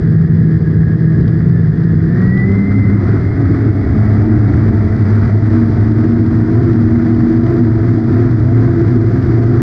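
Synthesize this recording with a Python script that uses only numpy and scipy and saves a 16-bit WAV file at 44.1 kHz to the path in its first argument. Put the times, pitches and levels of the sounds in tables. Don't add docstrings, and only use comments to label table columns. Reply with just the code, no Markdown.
import sys
import numpy as np
from scipy import signal
from scipy.fft import rfft, irfft, next_fast_len
from scipy.io import wavfile
from scipy.ndimage import uniform_filter1d, minimum_filter1d

SR = 44100
rng = np.random.default_rng(int(sys.argv[2]) if len(sys.argv) > 2 else 0)


def generate_wav(signal):
    frames = np.transpose(np.atleast_2d(signal))
    scaled = np.clip(frames, -1, 1) * 32767
    pcm = np.round(scaled).astype(np.int16)
    wavfile.write(sys.argv[1], SR, pcm)


N = 424227
TIME = np.arange(N) / SR

# start_s, strength_db
DROP_IMPACTS = [(0.2628, -23), (0.3644, -27), (0.626, -24), (1.1009, -25), (1.2112, -20), (1.229, -24),
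                (1.279, -15), (1.776, -24), (1.835, -24), (2.197, -21), (2.2789, -22), (2.3101, -22),
                (2.3752, -16.5), (2.3967, -20), (2.5181, -20), (3.0974, -20), (5.279, -21), (5.5032, -20),
                (5.5293, -19), (5.8434, -23), (6.12, -23), (6.2642, -20), (6.3892, -22), (6.7312, -17),
                (7.1455, -19), (7.4363, -19), (7.465, -17), (8.878, -17), (9.2255, -17)]
# centre_hz, width_hz, gain_db
HOUSING_MODES = [(1750, 600, -3), (3250, 600, -5), (3900, 800, -4), (4650, 800, -3), (7200, 1800, -16)]
# centre_hz, width_hz, weight_db
DECK_MODES = [(686.4, 93, 2), (857, 130, -11.5)]
# time_s, level_db
DECK_RING_LEVEL = [(0, -49), (2, -50), (3.05, -41), (3.75, -40.5), (4.05, -37), (4.55, -34), (4.8, -41),
                   (7.1, -38.5), (8.25, -40), (9.62, -40.5)]
# frequency_hz, density_db
WASH_SPECTRUM = [(300, -11.5), (500, 5), (800, -6), (1050, -1.5), (1300, 2.5), (1700, -0.5), (2050, -4),
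                 (2350, -14), (2750, -28), (3500, -46.5)]
SPRAY_SPECTRUM = [(2000, -14.5), (2750, -6), (3300, 1), (4300, 2.5), (4850, 6), (5400, -1.5), (6300, -9),
                  (6800, -13.5), (7150, -13.5), (7500, -19), (9500, -26), (10500, -36.5)]
MIST_SPECTRUM = [(2000, 1), (3000, 0.5), (4500, -1.5), (6000, -1), (6800, -9.5), (7300, -7.5), (8000, -18),
                 (9500, -17), (10500, -33)]
# frequency_hz, density_db
PLOUGHING_SPECTRUM = [(20, -27.5), (35, -13), (60, -2.5), (90, 0), (140, 5), (190, 2), (265, -7), (345, -8),
                      (420, -9), (475, -15), (535, -37), (900, -72.5)]
PLANING_SPECTRUM = [(20, -20.5), (35, -4.5), (60, 0.5), (90, -1), (140, 3), (190, 1), (270, -1),
                    (345, -5.5), (420, -8), (480, -22), (550, -31.5), (900, -71)]
# peak_s, boom_rise_db, wash_rise_db
WAVE_SLAMS = [(.66, 0, 0), (1.21, 2.5, 2.5), (1.52, 3.5, 1.5), (2.2, -1.5, 4.5), (2.83, 4, 1.5),
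              (3.09, 0.5, 3.5), (3.57, -1.5, 0.5), (3.69, 3, 1), (3.92, 1.5, -1), (4.15, 3, 0.5),
              (4.38, 5.5, 3.5), (4.58, 3, 2.5), (4.85, -1.5, -1.5), (5.17, 1.5, 2.5), (5.55, 1.5, 5),
              (6.08, -2.5, 1), (6.4, -1.5, 1), (6.63, 2.5, 2), (7.51, -2, 1), (7.87, 2.5, 2),
              (8.23, 1, 3.5), (8.4, 2, -1), (8.63, 5, 3.5), (8.87, 2.5, 2), (9.24, -0.5, 1)]
# peak_s, boom_fall_db, wash_fall_db
HULL_FLIGHTS = [(2.07, 4, -2.5), (2.64, 8, 2.5), (3.32, 3, 2.5), (5.38, 2, 5), (3.78, 5, 4), (5.71, 2, 1),
                (7.05, 6.5, 0), (7.31, 13, 0), (8.01, 7, 4), (8.5, -3, 0.5), (8.78, 2.5, 0),
                (9.02, 0.5, 1.5)]

# time_s, level_db
BLADE_LEVEL = [(0, -24), (1.3, -28.5), (1.9, -25.5), (2.05, -25), (2.5, -28.5), (2.76, -17.5), (2.9, -23),
               (3.13, -21.5), (3.28, -28), (3.42, -18), (3.62, -18.5), (3.92, -20), (4.1, -25), (4.32, -14),
               (4.44, -17), (4.56, -18.5), (4.75, -25), (5.38, -35), (5.52, -14.5), (5.65, -17),
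               (5.75, -28.5), (5.9, -17), (6.12, -18.5), (6.7, -15), (6.88, -18.5), (7.33, -15),
               (7.55, -15), (7.9, -16), (8.05, -21), (8.22, -16), (8.52, -21.5), (8.75, -13.5),
               (9.1, -20.5), (9.45, -19.5), (9.62, -16.5)]
# time_s, spread_rad
BLADE_JITTER = [(0, .45), (2.7, .55), (3.1, 1.3), (3.55, 1.1), (4.05, .85), (4.3, .45), (4.7, 1),
                (5.5, .35), (7.4, .22), (8.2, .5), (8.8, .55)]
# time_s, level_db
CHURN_LEVEL = [(2.6, -29), (3.12, -17), (3.3, -24), (3.62, -20.5), (4.05, -25.5), (9.62, -23.5)]
# peak_s, overtone_rise_db
BLADE_SLAPS = [(4.25, 6), (5.56, 5), (6.59, 10), (7.51, 9), (7.82, 8), (8.13, 7.5), (8.24, 9), (8.48, 8),
               (8.67, 10), (8.83, 5), (9.16, 7), (9.41, 6)]
# time_s, level_db
WHINE_LEVEL = [(0, -43), (.15, -47), (.33, -43), (.41, -45), (.5, -39.5), (.58, -44), (.66, -36.5),
               (.75, -43), (.84, -37), (1.0, -42), (1.16, -39), (1.27, -46), (1.35, -40.5), (1.44, -52),
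               (1.54, -38), (1.66, -46), (1.78, -48), (1.9, -41), (2.03, -48), (2.15, -35), (2.24, -33),
               (2.31, -27.5), (2.41, -23.5), (2.51, -33), (2.68, -34), (2.85, -31), (2.98, -43),
               (3.15, -48), (3.28, -41), (3.4, -49), (4.4, -52), (5.5, -59.5), (9.62, -80)]

# time_s, firing_hz, blade_hz
DRIVE_RATES = [(0, 161.8, 219.7), (.45, 160, 218.4), (.86, 159, 216.1), (1.2, 160.3, 217), (1.7, 160, 219),
               (2.06, 162, 221.6), (2.2, 181, 243.6), (2.4, 188.9, 257), (2.53, 197.8, 261.8),
               (2.75, 197.9, 269.7), (2.85, 195.8, 269.6), (2.94, 201.1, 274), (3.1, 198.8, 278.7),
               (3.95, 212.2, 280.4), (4.45, 214.8, 288.7), (4.9, 217, 313), (5.78, 223, 304.2),
               (6.3, 230.7, 317.5), (6.8, 231.3, 315.7), (7.35, 237.8, 324.6), (7.73, 234, 318.9),
               (8.05, 232.9, 317.4), (8.42, 233, 310.8), (8.73, 246, 330.6), (9.02, 242.3, 330.5),
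               (9.35, 243, 329.9), (9.62, 243, 332.5)]
# peak_s, firing_rise_hz, blade_rise_hz
REV_FLARES = [(.31, 4, 6), (1.26, 2, 3), (1.52, 8, 5), (1.87, 3, 3), (4.3, 10, 26), (4.7, 7, 8),
              (5.2, 8.6, 3), (5.56, 12, 14), (6.12, 7, 10), (6.62, 14, 23), (7.03, 4, 6), (7.53, 7, 15.4),
              (7.87, 12, 22), (8.22, 25, 29), (8.58, 21, 28), (8.85, 5.6, 8), (9.19, 19, 13), (9.5, 8.1, 9)]
# time_s, level_db
DRONE_LEVEL = [(0, -12), (2.1, -12.5), (2.5, -14.5), (2.72, -13), (2.92, -14.5), (3.15, -35.5), (3.88, -33),
               (3.97, -17), (4.18, -22.5), (4.32, -13), (4.45, -28), (4.6, -18), (4.83, -17.5),
               (4.95, -23.5), (5.05, -16), (5.2, -20.5), (5.36, -32.5), (5.53, -14), (5.66, -14),
               (5.77, -22.5), (5.9, -17), (6.15, -14.5), (6.5, -16), (6.62, -21.5), (6.75, -13),
               (7.05, -13), (7.42, -14), (7.52, -30), (7.62, -12), (7.85, -20.5), (8.03, -19), (8.4, -22.5),
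               (8.69, -17.5), (8.87, -22.5), (8.97, -11.5), (9.1, -24.5), (9.62, -20.5)]
# time_s, gain_db
OVERTONE_GAIN = [(0, 0), (.17, -3), (.55, 0), (.72, -9), (1, 1.5), (1.37, 1), (1.57, -8), (1.9, -2),
                 (2.07, 3), (2.25, -1), (2.5, 4.5), (2.65, -5), (3.4, -1), (4, -2.5), (9.62, -2)]
# frequency_hz, gain_db
HULL_TRANSMISSION = [(310, -27), (390, -30), (425, -33), (480, -44), (570, -48.5), (640, -40), (700, -45),
                     (800, -51.5), (900, -43), (1000, -54)]
# centre_hz, width_hz, level_db
KNOCKED_HOUSING_MODES = [(3380, 170, -69), (4880, 190, -66.5)]

PLOUGH_HZ, PLANE_HZ = 171.5, 220.8
GEAR_RATIO = 10.43


def from_db(db):
    return 10 ** (np.asarray(db) / 20)


def unit_rms(x):
    return x / np.sqrt(np.mean(x ** 2) + 1e-20)


def curves(rows):
    times_s, *columns = np.transpose(rows)
    return [np.interp(TIME, times_s, column) for column in columns]


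def swells(rows, attack_s, release_s):
    total = 0
    for peak_s, *heights in rows:
        ramp = np.interp(TIME, [peak_s - attack_s, peak_s, peak_s + release_s], [0, 1, 0])
        total = total + np.outer(heights, np.sin(np.pi / 2 * ramp))
    return total


def drift(rate_hz):
    step, settling = 20, 2000
    pole = np.exp(-2 * np.pi * step * rate_hz / SR)
    noise = rng.standard_normal(N // step + settling + 2)
    slow = signal.lfilter([1], [1, -2 * pole, pole * pole], noise)[settling:]
    return np.interp(np.arange(N) / step, np.arange(len(slow)), unit_rms(slow))


def rotation_phase(hz, wobble, wobble_hz):
    return 2 * np.pi * np.cumsum(hz * (1 + wobble * drift(wobble_hz))) / SR


def resonate(x, hz, width_hz):
    radius = np.exp(-np.pi * width_hz / SR)
    feedback = [1, -2 * radius * np.cos(2 * np.pi * hz / SR), radius * radius]
    return signal.lfilter(np.array([1, 0, -1]) * (1 - radius * radius) / 2, feedback, x + 1e-18)


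def steep_resonance(x, hz, width_hz):
    return resonate(resonate(x, hz, width_hz), hz, 2 * width_hz)


def gliding_mode(hz, width_hz, skirt_hz):
    envelope = rng.standard_normal(N) + 1j * rng.standard_normal(N)
    for pole in np.exp(-np.pi * np.array([width_hz, skirt_hz]) / SR):
        envelope = signal.lfilter([1 - pole], [1, -pole], envelope)
    return unit_rms(np.real(envelope * np.exp(2j * np.pi * np.cumsum(hz) / SR)))


def shot_noise(spectrum, per_s, spread_db):
    sizes = from_db(spread_db * np.minimum(rng.exponential(1, N), 5)) * rng.choice([-1, 1], N)
    impacts = unit_rms(sizes * (rng.random(N) < per_s / SR))
    hz, density_db = np.transpose(spectrum)
    length = next_fast_len(N + SR // 10)
    bins_hz = np.maximum(np.arange(length // 2 + 1) * SR / length, 1)
    gain = from_db(np.interp(np.log(bins_hz), np.log(hz), density_db))
    return unit_rms(irfft(rfft(impacts, length) * gain, length)[:N])


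def drops(cutoff_hz=4900, decay_s=0.002):
    clicks = np.zeros(N)
    age = np.arange(SR // 50) / SR
    for start_s, strength_db in DROP_IMPACTS:
        splatter = 0.57 * rng.standard_normal(len(age)) * np.exp(-age / decay_s)
        start = round(start_s * SR)
        clicks[start:start + len(age)] += from_db(strength_db) * splatter
    dull = signal.sosfilt(signal.butter(4, cutoff_hz, fs=SR, output="sos"), clicks + 1e-18)
    return sum(from_db(db) * steep_resonance(dull, hz, width) for hz, width, db in HOUSING_MODES)


def water(surge_db, planing):
    spurts_db = drift(67) + 0.043 * drift(9.2)
    thrown = np.minimum(planing / 0.69, 1)
    wash_db = -40.5 + 7.5 * thrown + surge_db + spurts_db
    wash = from_db(wash_db) * shot_noise(WASH_SPECTRUM, per_s=10000, spread_db=2)
    coarse = from_db(-0.4 - 1.7 * planing) * shot_noise(SPRAY_SPECTRUM, per_s=4000, spread_db=1.5)
    fine = from_db(-5) * planing * shot_noise(MIST_SPECTRUM, per_s=5200, spread_db=4)
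    spray_db = -56.5 + 6 * planing + 0.59 * (surge_db + spurts_db)
    ring_db, = curves(DECK_RING_LEVEL)
    deck = sum(from_db(db) * unit_rms(steep_resonance(rng.standard_normal(N), hz, width))
               for hz, width, db in DECK_MODES)
    return wash + from_db(spray_db) * (coarse + fine) + from_db(ring_db + spurts_db) * deck


def hull_boom(slam_db, firing_hz, planing):
    rise_hz = 9.5 * np.clip((firing_hz - PLANE_HZ) / 20, 0, 1)
    free = gliding_mode(104.67 + rise_hz, width_hz=12, skirt_hz=51)
    damped = unit_rms(resonate(resonate(rng.standard_normal(N), 112, 46), 115, 58))
    lift = np.clip(0.42 + 1.1 * planing, 0, 1)
    mode = lift * free + np.sqrt(1 - lift ** 2) * damped
    swing = np.sqrt(uniform_filter1d(mode ** 2, SR // 20) + 0.018)
    boom = unit_rms(mode / swing ** 0.72)
    return from_db(-13.5 + 3 * planing + slam_db) * boom


def hull_rumble(surge_db, planing):
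    ploughing = from_db(-16) * shot_noise(PLOUGHING_SPECTRUM, per_s=2500, spread_db=0)
    skimming = from_db(-17.9) * shot_noise(PLANING_SPECTRUM, per_s=2500, spread_db=0.5)
    rumble = np.sqrt(1 - planing) * ploughing + np.sqrt(planing) * skimming
    return from_db(0.45 * surge_db + 1.2 * drift(5.5)) * rumble


def propeller(blade_hz, planing):
    level_db, = curves(BLADE_LEVEL)
    jitter_rad, = curves(BLADE_JITTER)
    gripping_phase = rotation_phase(blade_hz, wobble=0.00892, wobble_hz=30.85)
    phase = gripping_phase + jitter_rad * drift(33)
    tone = from_db(level_db + 1.8 * drift(23)) * np.sin(phase)
    air = drift(42) * np.sin(1.06 * phase) + drift(38) * np.cos(1.06 * phase)
    churn_db = curves(CHURN_LEVEL)[0] + 0.3 * (level_db - level_db.mean())
    churn = from_db(churn_db) * np.sqrt(planing) * resonate(air, hz=330, width_hz=220)
    growl_db, = swells(BLADE_SLAPS, attack_s=0.091, release_s=0.091)
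    bite = from_db(-38.5 + growl_db + 3 * drift(40)) * np.clip((blade_hz - 260) / 50, 0, 1)
    overtones = bite * (np.sin(2 * gripping_phase + drift(45)) + 0.57 * np.sin(3 * phase))
    rasp = sum(from_db(db / 2) * resonate(overtones, hz, width) for hz, width, db in DECK_MODES)
    return np.sqrt(2) * tone + rasp + churn


def gears(firing_phase, firing_hz, slack, rattle_db=2.2, play_rad=0.25):
    level_db, = curves(WHINE_LEVEL)
    mesh_phase = GEAR_RATIO * firing_phase + (0.24 + play_rad * slack) * drift(44)
    flutter_db = 1.6 * drift(40) + rattle_db * slack * drift(18)
    tone = from_db(level_db - 1.5 + flutter_db) * np.sin(mesh_phase)
    sidebands = np.sin(mesh_phase + firing_phase) + np.sin(mesh_phase - firing_phase / 2) / 2
    shaken = from_db(-46.5 + rattle_db * drift(18)) * sidebands
    octave = from_db(-65 + drift(12)) * np.sin(2 * mesh_phase) / 2
    nearness = 1 / np.hypot(1, (GEAR_RATIO * firing_hz - 2120) / 190)
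    casing = unit_rms(resonate(resonate(rng.standard_normal(N), 1985, 83), 1834, 190))
    return np.sqrt(2) * (tone + slack * (shaken + octave)) + from_db(-42) * nearness * casing


def engine_rattle(firing_phase, planing):
    noise = rng.standard_normal(N)
    knocks = noise * from_db(9.4 * np.cos(firing_phase) + 11 * np.cos(firing_phase / 2) + 1.7 * drift(30))
    case = unit_rms(resonate(resonate(resonate(knocks, 1660, 400), 1690, 400), 1760, 480))
    buzz = sum(from_db(db) * unit_rms(steep_resonance(knocks, hz, width))
               for hz, width, db in KNOCKED_HOUSING_MODES)
    return from_db(-44.5 - 7.7 * planing) * case + buzz


def exhaust(firing_phase, firing_hz, level_db, slack, planing, dulling_db=5, smear_rad=0.22):
    scatter = drift(42) * np.sin(firing_phase) + drift(42) * np.cos(firing_phase)
    fundamental = np.sin(firing_phase) + from_db(-13 + 3 * planing) * scatter
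    drone = from_db(level_db + 1.3 * drift(24)) * fundamental
    hz, transmission_db = np.transpose(HULL_TRANSMISSION)
    overtone_db, = curves(OVERTONE_GAIN)
    for order in range(2, 5):
        load_db = overtone_db - dulling_db * (order - 2) * slack
        path_db = np.interp(order * firing_hz, hz, transmission_db)
        phase = order * firing_phase + smear_rad * (order - 1) * drift(45)
        drone += from_db(path_db + load_db + 2 * drift(10)) * np.sin(phase)
    return np.sqrt(2) * drone


def engine(firing_hz, level_db, planing):
    phase = rotation_phase(firing_hz, wobble=0.003 + 0.003 * planing, wobble_hz=30)
    slack = np.clip((PLOUGH_HZ + 5 - firing_hz) / 10, 0, 1)
    drone = exhaust(phase, firing_hz, level_db, slack, planing)
    return drone + engine_rattle(phase, planing) + gears(phase, firing_hz, slack)


def scene():
    firing_hz, blade_hz = curves(DRIVE_RATES)
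    planing = np.clip((firing_hz - PLOUGH_HZ) / (PLANE_HZ - PLOUGH_HZ), 0, 1)
    firing_rise_hz, blade_rise_hz = swells(REV_FLARES, attack_s=0.14, release_s=0.14)
    drone_db = curves(DRONE_LEVEL)[0] + 0.2249 * firing_rise_hz
    slams = swells(WAVE_SLAMS, attack_s=0.098, release_s=0.13)
    flights = swells(HULL_FLIGHTS, attack_s=0.08, release_s=0.08)
    slam_db, surge_db = slams - flights
    drive = engine(firing_hz + firing_rise_hz, drone_db, planing)
    drive += propeller(blade_hz + blade_rise_hz, planing)
    hull = hull_boom(slam_db, firing_hz, planing) + hull_rumble(surge_db, planing)
    return (drive + hull + water(surge_db, planing) + drops())[None]


def record(dry, threshold_db=-2.3, squeeze=0.8, release_db_per_s=60, stopband_hz=11200):
    level_db = 20 * np.log10(np.abs(dry[0]) + 1e-9)
    reduction_db = squeeze * np.maximum(level_db - threshold_db, 0)
    release_db = release_db_per_s * TIME
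    held_db = np.maximum.accumulate(reduction_db + release_db) - release_db
    gain_db = uniform_filter1d(minimum_filter1d(-held_db, size=441), size=441)
    lowpass = signal.cheby2(12, 60, stopband_hz, fs=SR, output="sos")
    return signal.sosfilt(lowpass, dry * from_db(gain_db))


dry = scene()
out = record(dry)
generate_wav(out)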